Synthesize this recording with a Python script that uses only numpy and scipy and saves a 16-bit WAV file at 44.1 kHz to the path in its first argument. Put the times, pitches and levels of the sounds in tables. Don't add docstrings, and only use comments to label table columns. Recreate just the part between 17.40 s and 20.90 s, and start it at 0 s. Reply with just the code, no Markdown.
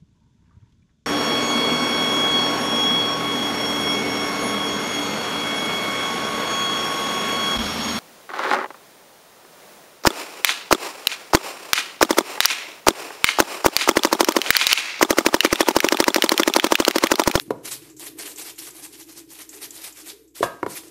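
import sys
import numpy as np
from scipy import signal
from scipy.fft import rfft, irfft
from scipy.io import wavfile
from scipy.ndimage import uniform_filter1d

SR = 44100
rng = np.random.default_rng(int(sys.argv[2]) if len(sys.argv) > 2 else 0)


def boost_factor(decibels):
    exponent = np.asarray(decibels, float) / 20
    return 10 ** exponent


def file_out(sig):
    cols = np.atleast_2d(sig).T
    lim = np.clip(cols, -1, 1)
    pcm = np.round(lim * 32767).astype(np.int16)
    wavfile.write(sys.argv[1], SR, pcm)


N = 154350
LEAD_S = .08
RIM_S = 3.0287


def evened(x):
    return x / np.sqrt(np.mean(x ** 2) + 1e-20)


def read(points, hz):
    f, value = np.transpose(points)
    return np.interp(np.log(hz + 1), np.log(f + 1), value)


def add(mix, s, sound):
    part = mix[round(s * SR):][:len(sound)]
    part += sound[:len(part)]


def resonate(x, hz, width_hz):
    turn = np.exp(2j * np.pi * hz * np.arange(len(x)) / SR)
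    r = np.exp(-np.pi * width_hz / SR)
    return 2 * (turn * signal.lfilter([1 - r], [1, -r], x / turn)).real


def colour(x, db_of_hz):
    hz = np.fft.rfftfreq(len(x), 1 / SR)
    return irfft(rfft(x) * boost_factor(db_of_hz(hz)), len(x))


def coloured_noise(count, db_of_hz):
    return evened(colour(rng.standard_normal(count), db_of_hz))


def wander(count, size):
    return evened(uniform_filter1d(uniform_filter1d(rng.standard_normal(count), size), size))


def highpass(x, order, cut_hz):
    return signal.sosfilt(signal.butter(order, cut_hz, "high", fs=SR, output="sos"), x)


def ring(modes, t):
    out = np.zeros(len(t))
    for k, (hz, db, t60_s) in enumerate(modes):
        decay = boost_factor(db - 60 * t / max(t60_s, .005))
        out += (-1) ** k * decay * np.sin(2 * np.pi * hz * t)
    return out


def swing(length_s, level_db, tilt_db, swell_db_ms, fall_db_s, sag_db):
    # freq_hz, density_db_per_hz
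    flakes = [(250, -13), (550, -12), (1000, -11), (1500, -11.5), (2000, -8.5), (3500, -9), (11200, -6.5),
              (14500, -11.5)]
    flakes_per_s, spread_db, patch_db, clump_db = 24000, .7, 2.5, 1
    t = np.arange(12288) / SR - LEAD_S
    hit = rng.random(len(t)) < flakes_per_s / SR
    size = np.minimum(rng.exponential(1, len(t)), 5)
    clicks = hit * boost_factor(spread_db * size) * rng.standard_normal(len(t))

    z = signal.stft(clicks, nperseg=256)[2]
    patch = uniform_filter1d(rng.standard_normal(z.shape), size=15, axis=0)
    patch = evened(uniform_filter1d(patch, size=7, axis=1))
    clicks = signal.istft(z * boost_factor(patch_db * patch), nperseg=256)[1][:len(t)]
    shower = evened(colour(clicks, lambda hz: read(flakes, hz) + tilt_db * np.log2((hz + 200) / 6000)))

    swell = swell_db_ms * 1000 * np.minimum(t, 0)
    sag = sag_db * np.clip(t / length_s, 0, 1)
    fall = fall_db_s * np.maximum(t - length_s, 0)
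    shape_db = uniform_filter1d(swell + sag - fall, size=250)
    return shower * boost_factor(level_db + shape_db + clump_db * wander(count=len(t), size=150))


def shakes():
    # arrival_s, length_s, level_db, tilt_db_per_octave, swell_db_per_ms
    throws = [(.254, 0.031, -31.5, -0.2, 1.1), (0.419, 0.088, -50, -1.5, 7),
              (0.603, 0.04, -35.5, 0.55, 1.5), (0.791, 0.038, -32.5, -1, 1.3), (.987, 0.039, -33, 1, 0.8),
              (1.185, .015, -32, 1, 2.4), (1.359, .045, -41, -0.6, 0.5), (1.533, 0.029, -44, -0.6, 0.5),
              (1.698, 0.032, -42.5, -0.5, .5), (1.907, 0.056, -42, -0.2, 0.7),
              (2.134, 0.042, -40.5, -0.5, 0.4), (2.353, 0.043, -39, 0, 0.3), (2.573, 0.046, -41, -0.6, .5),
              (2.954, .05, -38.5, -0.2, 2.4), (3.305, 0.031, -36.5, 0.3, 0.6), (0.061, .17, -60, -2, .3),
              (2.77, 0.079, -62.5, 0.1, .3), (1.222, 0.024, -38.5, 1.5, 1.2), (3.122, 0.2, -57.5, -3, 4),
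              (3.44, .08, -50, -1, .3)]
    # arrival_s, length_s, level_db, tilt_db_per_octave, swell_db_per_ms
    returns = [(.008, 0.0094, -40, 1.5, 1.5), (.318, 0.015, -27, -0.14, 1), (0.667, 0.0077, -34, -0.8, 1),
               (0.861, 0.018, -34, -0.7, .5), (0.894, 0.028, -39, -0.4, .3), (1.071, 0.031, -36, -0.3, .3),
               (1.271, 0.016, -37.5, 0.1, 0.2), (1.435, 0.024, -37, 0.1, 0.6),
               (1.608, 0.0089, -39, 0.5, .35), (1.776, 0.016, -38.5, -0.4, 0.64),
               (1.992, .03, -37, -0.36, .6), (2.228, 0.023, -34, 0.56, 0.5), (2.444, 0.036, -35, -0.2, 0.3),
               (2.669, 0.035, -36.5, -0.17, 0.55), (3.029, 0.013, -29, -3.7, 1.8),
               (3.368, 0.013, -32.5, 0.1, 0.46)]
    out = np.zeros(N + SR)
    for start_s, *row in throws:
        add(out, start_s, swing(*row, fall_db_s=486, sag_db=-2.5))
    for start_s, *row in returns:
        add(out, start_s, swing(*row, fall_db_s=474, sag_db=-0.5))
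    return out[round(LEAD_S * SR):][:N]


def ticks():
    # start_s, level_db, length_s
    clumps = [
        (0.565, -45.5, 0.037),
        (0.959, -35.5, 0.011),
        (1.158, -48, .02),
        (1.305, -37, 0.0068),
        (2.091, -36, 0.012),
        (2.307, -31.5, 0.0051),
        (2.524, -43.5, 0.012),
        (2.876, -59, 0.027),
        (.498, -50.5, 0.027),
    ]
    # freq_hz, width_hz, level_db
    lid_modes = [(7300, 2500, 14), (11800, 5600, -0.5)]
    out, t = np.zeros(N), np.arange(3000) / SR
    for start_s, db, length_s in clumps:
        puff = rng.standard_normal(len(t))
        lid = sum(boost_factor(g) * resonate(resonate(puff, hz, w), hz, w) for hz, w, g in lid_modes)
        attack = np.minimum(t / 0.00091, 1)
        add(out, start_s, evened(lid) * attack * boost_factor(db - 9 * t / length_s))
    return out


def snaps():
    # start_s, level_db
    grains = [
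        (.5965, -21),
        (2.0925, -34),
        (2.3065, -29),
        (1.3115, -33),
    ]
    out, t = np.zeros(N), np.arange(400) / SR
    for start_s, db in grains:
        bright = evened(np.diff(rng.standard_normal(401)))
        add(out, start_s, bright * boost_factor(db - 60 * t / .004))
    return out


def herbs():
    return highpass(shakes() + ticks() + snaps(), 3, cut_hz=240)


def counter_boom(t, level_db, body_hz):
    # freq_hz, density_db_per_hz
    wood = [(70, -6), (130, 2), (280, 0.5), (500, 0.1), (1100, -10), (1500, -29), (3000, -45)]
    rim_loss_db = -14 * np.log2(body_hz / 430)
    boom = coloured_noise(len(t), lambda hz: read(wood, hz))
    return boom * (1 - np.exp(-t / 0.0075)) * boost_factor(level_db - 21.5 + rim_loss_db - 60 * t / 0.26)


def jar_knocks():
    # start_s, level_db, body_hz, blow_ms, crack_db
    blows = [
        (0.0783, -27, 236, 1.7, -62),
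        (0.1054, -9, 440, .5, -32),
        (3.0058, -8, 420, 1.6, -64),
        (3.0286, -2, 660, .3, -28),
        (3.0367, -6, 570, 1, -53),
        (3.2292, -9, 350, .25, -39),
        (3.263, -14, 420, .35, -37),
        (3.434, -50, 430, .3, -44),
    ]
    # body_t60_s, low_walls_db, high_walls_db, counter_db
    grips = [
        (.025, -8, -15, -14),
        (.045, 1, -1, 2),
        (.034, -14, -25, -8),
        (.018, -12, -1, -3),
        (.016, -12, -12, -3),
        (.025, -3, 2, -4),
        (.03, -5, 2, -3),
        (.04, 0, 0, 0),
    ]
    # freq_hz, level_db, t60_s
    low_walls = [(125, -17, .07), (290, -9, .04), (510, -10, .05), (735, -15, .04)]
    # freq_hz, level_db, t60_s
    high_walls = [(960, -8, .04), (1130, -10, .022), (1400, -8, .018), (1800, -13, .014), (2180, -14, .018),
                  (2800, -25, .012)]
    out, t = np.zeros(N), np.arange(SR // 2) / SR
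    for (start_s, db, hz, blow_ms, crack_db), (t60_s, low_db, high_db, counter_db) in zip(blows, grips):
        blow = np.sin(np.pi * np.minimum(t[:400] * 1000 / blow_ms, 1)) ** 2
        body = ring([(hz, 0, t60_s)], t)
        body += boost_factor(low_db) * ring(low_walls, t) + boost_factor(high_db) * ring(high_walls, t)
        body *= 1 - np.exp(-t / .0008)
        add(out, start_s, boost_factor(db) * np.convolve(body, blow / blow.sum()))
        add(out, start_s, counter_boom(t, db + counter_db, hz))
        grit = coloured_noise(len(t), lambda f: -4 * np.log2(f / 1000 + 1))
        add(out, start_s, grit * boost_factor(crack_db - 60 * t / .045))
    return out


def rim():
    # freq_hz, level_db, t60_s
    bowl = [(730, -8, .2), (361, -6, .2), (1053, 0, .17), (1745, -11, .07), (1150, -1, .15), (1260, -9, .4),
            (1324, -13, .15), (1596, -7.5, .4), (1680, -7, .22), (2492, -17, .15), (2729, -17, .2),
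            (3420, -3, .05), (4377, -11, .05), (3920, -13, .06)]
    out, t = np.zeros(N), np.arange(SR // 2) / SR
    for mode, late in zip(bowl, rng.random(len(bowl))):
        add(out, RIM_S + late / mode[0], boost_factor(-23) * ring([mode], t))
    return out


def knocks():
    return highpass(jar_knocks() + rim(), 4, cut_hz=100)


def buzz():
    # freq_hz, density_db_per_hz
    shimmer = [(300, -10), (750, 1), (1050, -2), (1400, -7), (1750, -6), (2100, -15), (3400, -15),
               (6000, -28)]
    out, t = np.zeros(N), np.arange(SR // 2) / SR
    noise = coloured_noise(len(t), lambda hz: read(shimmer, hz))
    level_db = -32.5 - 60 * t / .33 + 2.5 * wander(count=len(t), size=120)
    add(out, RIM_S, noise * (1 - np.exp(-t / .006)) * boost_factor(level_db))
    return out


def room(x):
    # freq_hz, t60_s
    decay = [(150, 0.77), (500, 0.52), (2000, 0.49), (8000, 0.35), (14000, 0.58)]
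    taps, count = np.zeros(SR), (SR - 201) // 10
    where = np.arange(200, SR - 10, 10) + rng.integers(0, 10, count)
    taps[where] = rng.choice([-1., 1.], count)
    hz, t, z = signal.stft(taps, SR, nperseg=256)
    tail = signal.istft(z * boost_factor(-60 * t / read(decay, hz)[:, None]), SR, nperseg=256)[1]
    return signal.fftconvolve(x, tail / np.linalg.norm(tail))[:N]


def fridge():
    # freq_hz, level_db_rms
    mains = [(59.2, -71), (118.4, -76)]
    # freq_hz, width_hz, level_db
    panels = [(128.5, 58, -16.5), (314.8, 82, 0.5), (410, 102, -5.5)]
    # time_s, level_db, upper_panel_db, low_panel_db
    load = [(0, -48, -0.5, 8), (.45, -52.5, -1, 10), (.7, -50, 1.5, 2), (.85, -51, 4.8, -2.5),
            (1.35, -53, -3.5, 5), (1.5, -52, -2, 0.5), (1.85, -50, -6.5, -0.5), (2.08, -56, -3, -5),
            (2.16, -55, 10, -6), (2.27, -50.5, 0, 1.5), (2.5, -58, -4, -3), (2.65, -49.5, -3, -6),
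            (2.78, -57.5, 11.5, -2), (2.92, -58.5, -3, -6), (3.5, -49, -0.5, 5)]
    # freq_hz, density_db_per_hz
    hiss_points = [(40, -30), (200, -10), (340, 0), (600, -18), (3140, -22), (5800, -18), (9000, -10),
                   (14500, -13)]
    t, noise = np.arange(N) / SR, rng.standard_normal(N)
    hum = sum(np.sqrt(2) * boost_factor(db) * np.sin(2 * np.pi * hz * t) for hz, db in mains)
    low, main, upper = (boost_factor(db) * evened(resonate(resonate(resonate(noise, hz, w), hz, w), hz, w))
                        for hz, w, db in panels)
    time_s, load_db, upper_db, low_db = np.transpose(load)
    drone = low * boost_factor(np.interp(t, time_s, low_db)) + main + upper * boost_factor(np.interp(t, time_s, upper_db))
    drone *= boost_factor(np.interp(t, time_s, load_db) + wander(count=N, size=2500))
    hiss = coloured_noise(N, lambda hz: read(hiss_points, hz))
    return hum + drone + boost_factor(-76) * hiss


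def scene():
    rustle, taps = herbs(), knocks()
    echo = room(boost_factor(-10.5) * rustle + boost_factor(-14.5) * taps)
    return (rustle + taps + echo + buzz() + fridge())[None]


def band_limit(x):
    return signal.sosfilt(signal.butter(12, 15240, fs=SR, output="sos"), x)


def record(dry):
    lowpass = signal.firwin(511, 14330, window=("kaiser", 6), fs=SR)
    mix = signal.oaconvolve(dry, lowpass[None], "same")
    return band_limit(mix)


dry = scene()
out = record(dry)
file_out(out)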